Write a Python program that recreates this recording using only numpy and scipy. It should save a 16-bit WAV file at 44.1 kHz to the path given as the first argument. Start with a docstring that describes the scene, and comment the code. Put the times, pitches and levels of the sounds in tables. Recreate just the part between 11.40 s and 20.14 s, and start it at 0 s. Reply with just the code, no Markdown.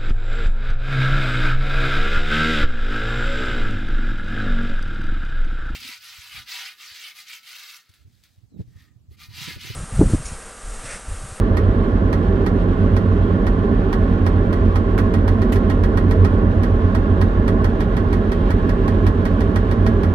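"""In the closed cab of a mobile crane hoisting a load, a stereo microphone at the seat. From the start
the diesel holds its speed: its firing note beats against the fan over a rumble that rings the cab,
while gears whine and the hydraulics hiss and sing faintly. Close by, the plunger of the winch's
rotation indicator starts ticking, faster as the drum speeds up. Around four seconds in, the control
lever clicks twice and the pump's note swells. The ticks then slow and pick up again."""
import sys
import numpy as np
from scipy import signal
from scipy.fft import rfft, irfft
from scipy.io import wavfile

SR = 44100
rng = np.random.default_rng(int(sys.argv[2]) if len(sys.argv) > 2 else 0)


def dump_mix(stems):
    """Bounce the given channels to the path in sys.argv[1] as a 16-bit WAV at rate SR."""
    frames = np.atleast_2d(stems).T  # one column per channel
    limited = np.clip(frames, -1, 1)  # hard clip at full scale
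    pcm = np.round(limited * 32767).astype(np.int16)
    wavfile.write(sys.argv[1], SR, pcm)


N = 385434
TIME = np.arange(N) / SR
FREQ = np.fft.rfftfreq(N, 1 / SR)
SOFT_ENDS = signal.windows.tukey(N, .002)


def undb(db):
    """Decibels to gain."""
    return 10 ** (np.asarray(db) / 20)


def curve(table, column=1):
    """One column of a table, joined by straight lines in time."""
    rows = np.array(table)
    return np.interp(TIME, rows[:, 0], rows[:, column])


def across(table, column=1):
    """One column of a table, joined by straight lines in log frequency."""
    rows = np.array(table)
    return np.interp(np.log(FREQ + 1), np.log(rows[:, 0]), rows[:, column])


def noise():
    """Spectrum of white noise at 0 dB per Hz."""
    return rfft(rng.standard_normal(N)) * np.sqrt(SR / 2)


def walk(rate):
    """Smooth random motion of spread 1, up to about rate changes a second."""
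    motion = irfft(noise() * np.exp(-(FREQ / rate) ** 2), N)
    return motion / motion.std()


def fade(t60):
    """Decay by 60 dB in t60 seconds."""
    return np.exp(-np.minimum(np.log(1000) * TIME / t60, 100))


def resonance(hz, width, db):
    """Gain of one resonance at every frequency."""
    return undb(db) / (1 + ((FREQ - hz) / width) ** 2)


def add(out, start_s, sound):
    """Mix in the first quarter second of a stereo sound."""
    start = max(int(start_s * SR), 0)
    size = min(SR // 4, N - start)
    out[:, start:start + size] += sound[:, :size]


# The stereo image at the seat. Each row: frequency in Hz, left minus right in dB, likeness of the
# sides from 0 to 1, phase lead of the left in radians.
SEAT_IMAGE = [(50, -1.3, .999, 0), (90, -2.3, .992, 0), (150, -4.4, .97, .05), (250, -4.1, .99, -.1),
              (350, -6.2, .95, -.25), (440, -1.5, .94, -.1), (530, -4, .68, .6), (620, .5, .7, -.3),
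              (730, -3.3, .3, -1.2), (870, -8.5, .6, -2.8), (1000, -6.5, .4, -2.6), (1110, -6.8, .6, -1.7),
              (1240, -1.5, .45, -3), (1510, -8, .68, -2.6), (1760, -1.5, .35, -1.6), (1920, -6, .35, -.8),
              (2600, -.5, .55, 1), (4000, 2.5, .45, 1.3), (6500, 8.5, .45, 1.4), (15000, 7, .45, 1.4)]
def in_cab(direct, diffuse):
    """Two spectra to stereo: both sides hear nearly the same bass; higher up, reflections part them."""
    pan_db = across(SEAT_IMAGE)
    alike = np.clip(across(SEAT_IMAGE, column=2), 0, 1)
    lead = across(SEAT_IMAGE, column=3)
    right = alike * direct * np.exp(-1j * lead) + np.sqrt(1 - alike ** 2) * diffuse
    return irfft(np.array([direct * undb(pan_db / 2), right * undb(-pan_db / 2)]), N)


def tones(table, phase, waver_hz):
    """Tones that follow the crankshaft, wavering in strength and phase."""
    out = 0
    for multiple, db, waver in table:
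        drift = (walk(waver_hz) + 1j * walk(waver_hz)) / np.sqrt(2)
        sway = (1 + waver * drift) / np.hypot(1, waver)
        rotation = np.exp(1j * (multiple * phase + rng.uniform(0, 2 * np.pi)))
        out = out + np.sqrt(2) * undb(db) * np.real(sway * rotation)
    return out


# Deep tones of the engine and what it drives. Each row: multiple of the firing rate, level in dB,
# depth of waver.
DRONE_TONES = [(.413, -25.5, 0.2), (.5, -28.5, 0), (.5385, -23.5, 0), (.8333, -41, .3), (1.346, -37.5, 0.7),
               (2.013, -36, 0.6)]
# The boom inside the cab. Each row: time in seconds, gain in dB.
BOOM_GAIN = [(0, 1.5), (1.05, -4.5), (1.4, 3), (2.1, -3.5), (2.8, -1), (3.25, -1.5), (3.6, 1.5),
             (3.95, 2.5), (4.3, -4), (4.8, 4.5), (5.2, -2), (5.75, 1.5), (6.4, -6), (7.1, -6.5), (7.5, 0),
             (8.74, 0.5)]
def diesel(phase):
    """The engine from behind closed doors: a deep drone, and a boom where firing note and fan beat."""
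    drone = tones(DRONE_TONES, phase, waver_hz=0.92)
    firing = tones([(0.99, -22, 0.46)], phase, waver_hz=4.2)
    fan = tones([(1.077, -23.5, 0.14)], phase, waver_hz=7.1)
    boom = (firing + fan) * undb(curve(BOOM_GAIN))
    spectrum = rfft((drone + boom) * SOFT_ENDS)
    return in_cab(spectrum, spectrum)


# Gear and pump tones, then winch tones. Each row: multiple of the firing rate, relative level in dB,
# depth of waver.
GEAR_TONES = [(2.505, -37, 0.7), (3.359, -39, 0.3), (3.98, -39, 0.7), (4.475, -40.5, 0.9),
              (5.453, -54, 0.9), (6.26, -43.5, 0.1), (6.354, -50.5, 0.5), (7.29, -49.5, 0.3),
              (7.344, -47, 0.4), (7.87, -65.5, 0.1), (12.35, -59, 0.98)]
WINCH_TONES = [(9.51, -53.5, 0), (18.9, -58, 0.9), (18.7, -63, 0.9), (41.9, -75, 0.92), (72, -87.5, 1.26)]
# Oil flow through the valves. Each row: time in seconds, hiss gain in dB, winch gain in dB.
OIL_FLOW = [(0, -1.5, -14), (1, -1.6, -10.5), (2.5, -1.5, -2.5), (4.8, -1.5, -5.5), (5.8, -1.5, 8),
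            (7.3, 0.5, 4.5), (8.74, -1, 9)]
def gear_whine(phase):
    """Gears and winch whine thinly at the seat; the winch grows louder with the drum's work."""
    gears = tones(GEAR_TONES, phase, waver_hz=17)
    winch = tones(WINCH_TONES, phase, waver_hz=7) * undb(curve(OIL_FLOW, column=2))
    spectrum = rfft((gears + winch) * SOFT_ENDS)
    return in_cab(spectrum, spectrum)


# Roar coming through the cab walls. Each row: frequency in Hz, level in dB per Hz.
ROAR_SPECTRUM = [(14, -80), (22, -61), (32, -43.5), (75, -59.5), (140, -69), (200, -46.5), (330, -53.5),
                 (500, -55.5), (720, -63), (900, -65.5), (1450, -68), (1850, -75), (2300, -95.5),
                 (5000, -105), (11000, -135)]
# Air and panels around the microphone. Each row: resonance in Hz, half-width in Hz, peak in dB per Hz.
CAB_MODES = [(61, 12, -40), (90, 13, -42), (107.3, 15, -44), (179, 27.7, -43.5), (222.3, 14, -42),
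             (247.3, 27.7, -45), (287.6, 28, -50.5), (392, 27, -47), (439, 20.5, -49), (562, 11, -63.5),
             (638, 20, -56.5), (798, 28, -61), (1353, 26, -64.5), (1415, 36, -64.5), (1517, 28, -65.5),
             (1652, 22, -65.5), (1750, 52, -66.5), (1955, 21, -72.5), (2108, 23, -73.5),
             (6230, 160, -100.5)]
def rumble(phase, pulsing=0.063, surge_db=0.28):
    """Combustion roar, swelling a little with each firing, rings the cab's resonances."""
    power = undb(across(ROAR_SPECTRUM)) ** 2
    for hz, width, db in CAB_MODES:
        power = power + resonance(hz, width, db) ** 2
    drive = (1 + pulsing * np.cos(phase)) * undb(surge_db * walk(2.9))
    direct, diffuse = (rfft(irfft(noise(), N) * drive) * np.sqrt(power) for _ in range(2))
    return in_cab(direct, diffuse)


# Oil rushing through the valves. Each row: frequency in Hz, relative level in dB.
HISS_SPECTRUM = [(1000, -83), (2300, -80.5), (3200, -81), (4100, -87.5), (5200, -96.5), (6200, -103.5),
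                 (7100, -104.5), (8600, -105), (12000, -112), (16000, -115)]
# Thin valve whistles. Each row: pitch in Hz, half-width in Hz, relative peak in dB.
VALVE_WHISTLES = [(2300, 25, -80), (2550, 22, -82), (2730, 30, -81), (2880, 22, -83), (3130, 28, -80),
                  (3297, 10, -78.5), (5900, 110, -99)]
def valves(flutter_db=1.0, swell_db=2.5):
    """Faint hiss that follows the oil flow, with whistles that swell and fade at random."""
    colour = undb(across(HISS_SPECTRUM))
    out = in_cab(noise() * colour, noise() * colour)
    for hz, width, db in VALVE_WHISTLES:
        whistle = resonance(hz, width, db)
        swell = undb(swell_db * walk(3))
        out = out + in_cab(noise() * whistle, noise() * whistle) * swell
    return out * undb(curve(OIL_FLOW) + flutter_db * walk(26))


# The pump's note, strongest around the lever clicks. Each row: time in seconds, level before flutter in dB.
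PUMP_LEVEL = [(0, -52), (1.2, -55), (1.9, -48), (3.4, -48.5), (3.8, -39.5), (4.3, -41.5), (4.8, -47.5),
              (7, -46.5), (8.74, -44)]
def pump(note_hz=1085, wander_hz=22, flutter_db=7.5):
    """The hydraulic pump sings a wandering, fluttering note in a reedy band of noise."""
    band = resonance(hz=1079, width=88, db=-60)
    turns = np.cumsum(note_hz + wander_hz * walk(25)) / SR
    note = np.sin(2 * np.pi * turns) * undb(curve(PUMP_LEVEL)) * SOFT_ENDS
    direct = rfft(note * undb(flutter_db * walk(22)))
    diffuse = rfft(note * walk(22))
    return in_cab(direct + noise() * band, diffuse + noise() * band)


def click(colour, t60, tail_db, tail_t60, rise_s=0.00026):
    """A click smeared by close reflections; its treble comes from the left, its body from the right."""
    pan_db = across([(1900, -9.0), (3000, 4.5), (6300, 12.0), (9000, 3.0), (14000, 10)])
    sides = np.array([noise() * undb(pan_db / 2), noise() * undb(-pan_db / 2)])
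    envelope = (1 - np.exp(-TIME / rise_s)) * (fade(t60) + undb(tail_db) * fade(tail_t60))
    return irfft(sides * undb(across(colour)), N) * envelope


# Modes of the indicator and its armrest, beside the microphone. Each row: frequency in Hz, seconds to
# fall 60 dB, relative left and right levels in dB.
ARMREST_MODES = [(796, .1, -31, -34), (1071, .1, -31, -28), (1227, .09, -33, -34), (1281, .1, -32, -25),
                 (1367, .1, -46, -29), (1501, .09, -44, -34), (1668, .09, -34, -29.5),
                 (1841, .09, -35, -33), (1889, .11, -36, -29), (1925, .09, -36, -31), (2000, .09, -37, -35),
                 (2153, .12, -41, -42), (2422, .08, -49, -47), (2497, .08, -48, -49), (3063, .08, -46, -53),
                 (3273, .08, -42, -49), (3359, .09, -42, -49), (3773, .08, -46, -54),
                 (4410, .08, -39.5, -46), (4460, .07, -40.5, -47), (4812, .07, -46, -56),
                 (5130, .06, -48, -54), (5254, .08, -43.5, -52), (6131, .07, -47, -58),
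                 (6290, .06, -47, -57), (6669, .06, -48, -60), (8031, .06, -56, -65),
                 (8451, .06, -51.5, -62), (8726, .06, -55, -68), (8920, .06, -56, -65),
                 (10653, .06, -59, -64), (11370, .07, -56, -65), (11525, .07, -54, -64),
                 (11610, .07, -57, -66), (13415, .06, -55, -66)]
def armrest_modes(size, build_cycles=11):
    """One stereo ring for each mode; it builds up over some cycles, so low modes come late."""
    time = TIME[:size]
    modes = []
    for hz, t60, left_db, right_db in ARMREST_MODES:
        envelope = (1 - np.exp(-hz * time / build_cycles)) * fade(t60)[:size]
        ring = np.sin(2 * np.pi * (hz * time + rng.random((2, 1))))
        modes.append(undb([[left_db], [right_db]]) * ring * envelope)
    return modes


# Dense clatter of the housing. Each row: frequency in Hz, relative level in dB.
CLATTER_SPECTRUM = [(300, -75.5), (800, -58), (1900, -68), (2400, -72.5), (3300, -72.5), (5000, -83.5),
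                    (6500, -87), (7500, -91), (8600, -86.5), (10000, -87), (11500, -91.5), (15500, -97.5)]
# The plunger's contacts in one stroke. Each row: delay in seconds, clatter gain in dB, crack gain in dB.
CONTACTS = [(0, -13, -16), (.003, 0.5, -0.5), (.009, -16, -18)]
# Even ticks while the drum holds a speed. Each row: start in seconds, interval in seconds, stroke count.
TICK_RUNS = [(.168, .558, 2), (1.061, .502, 3), (2.526, .336, 2), (3.126, .229, 3), (3.737, .1395, 4),
             (4.297, .137, 5), (5.231, .316, 2), (5.811, .266, 2), (6.241, .162, 4), (6.916, .187, 6),
             (8.004, .153, 3), (8.462, .169, 2)]
def indicator(tick_db=1.5, scatter_db=1.2, mode_scatter_db=1.7, clatter_db=-3.5, variation=0.46):
    """Close by, a plunger strikes its housing at each step of the drum: a dry clack and a short ring."""
    size = SR // 4
    modes = armrest_modes(size)
    clatters = [click(CLATTER_SPECTRUM, t60=0.081, tail_db=-9.0, tail_t60=0.2)[:, :size]
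                for _ in range(len(CONTACTS) * 4)]
    crack = click(CLATTER_SPECTRUM, t60=0.0089, tail_db=-11, tail_t60=0.016, rise_s=0.0001)[:, :size]
    strokes = [first + k * interval for first, interval, count in TICK_RUNS for k in range(count)]
    out = np.zeros((2, N))
    for start in strokes:
        stroke_db = tick_db + scatter_db * rng.standard_normal()
        mode_gains = undb(stroke_db + mode_scatter_db * rng.standard_normal(len(modes)))
        add(out, start, np.tensordot(mode_gains, modes, 1))
        for k, (delay, contact_db, crack_db) in enumerate(CONTACTS):
            # the plunger never seats quite the same way, so a little of the clatter changes
            stray = clatters[rng.integers(len(CONTACTS), len(clatters))]
            clatter = (clatters[k] + variation * stray) / np.hypot(1, variation)
            contact = undb(contact_db + clatter_db) * clatter + undb(crack_db) * crack
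            add(out, start + delay, undb(stroke_db) * contact)
    return out


# Modes of the hollow grip. Each row: frequency in Hz, seconds to fall 60 dB, relative level in dB.
GRIP_MODES = [(1290, .08, -5), (1420, .08, -2), (1491, .11, 0), (1590, .09, 1), (1690, .08, -4),
              (1900, .1, -6), (2170, .08, -7), (2290, .06, -10)]
# Snap of the detent. Each row: frequency in Hz, relative level in dB.
SNAP_SPECTRUM = [(500, -61), (1500, -70), (2100, -59.5), (3000, -67), (4500, -77), (7500, -82),
                 (12000, -76.5), (16000, -90)]
# The lever's two clicks. Each row: start in seconds, snap gain in dB, knock gain in dB.
LEVER_CLICKS = [(3.579, -9, -27.5), (4.1225, -2.5, -37)]
def lever(knock_left_db=-9):
    """Within arm's reach, the detent snaps and the hollow grip knocks to the microphone's right."""
    out = np.zeros((2, N))
    grip = sum(undb(db) * np.sin(2 * np.pi * hz * TIME) * fade(t60) for hz, t60, db in GRIP_MODES)
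    knock = grip * undb([[knock_left_db], [0]])
    for start, snap_db, knock_db in LEVER_CLICKS:
        snap = click(SNAP_SPECTRUM, t60=0.1, tail_db=-3.0, tail_t60=0.15, rise_s=0.00022)
        add(out, start, undb(snap_db) * snap + undb(knock_db) * knock)
    return out


# The diesel's nearly steady speed. Each row: time in seconds, firing rate in Hz.
FIRING_RATE = [(0, 88.45), (2.5, 88.6), (4, 88.15), (5.6, 88.1), (6.5, 89.1), (8.2, 89.2), (8.74, 88.9)]
def scene():
    """Engine, hydraulics and controls as heard from the seat."""
    phase = 2 * np.pi * np.cumsum(curve(FIRING_RATE)) / SR  # one turn for each firing
    return diesel(phase) + gear_whine(phase) + rumble(phase) + valves() + pump() + indicator() + lever()


def record(dry):
    """The microphone is a phone's, which cuts the top treble steeply."""
    top_hz = 15720
    return signal.sosfilt(signal.ellip(10, .1, 80, top_hz, fs=SR, output="sos"), dry)


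dry = scene()
out = record(dry)
dump_mix(out)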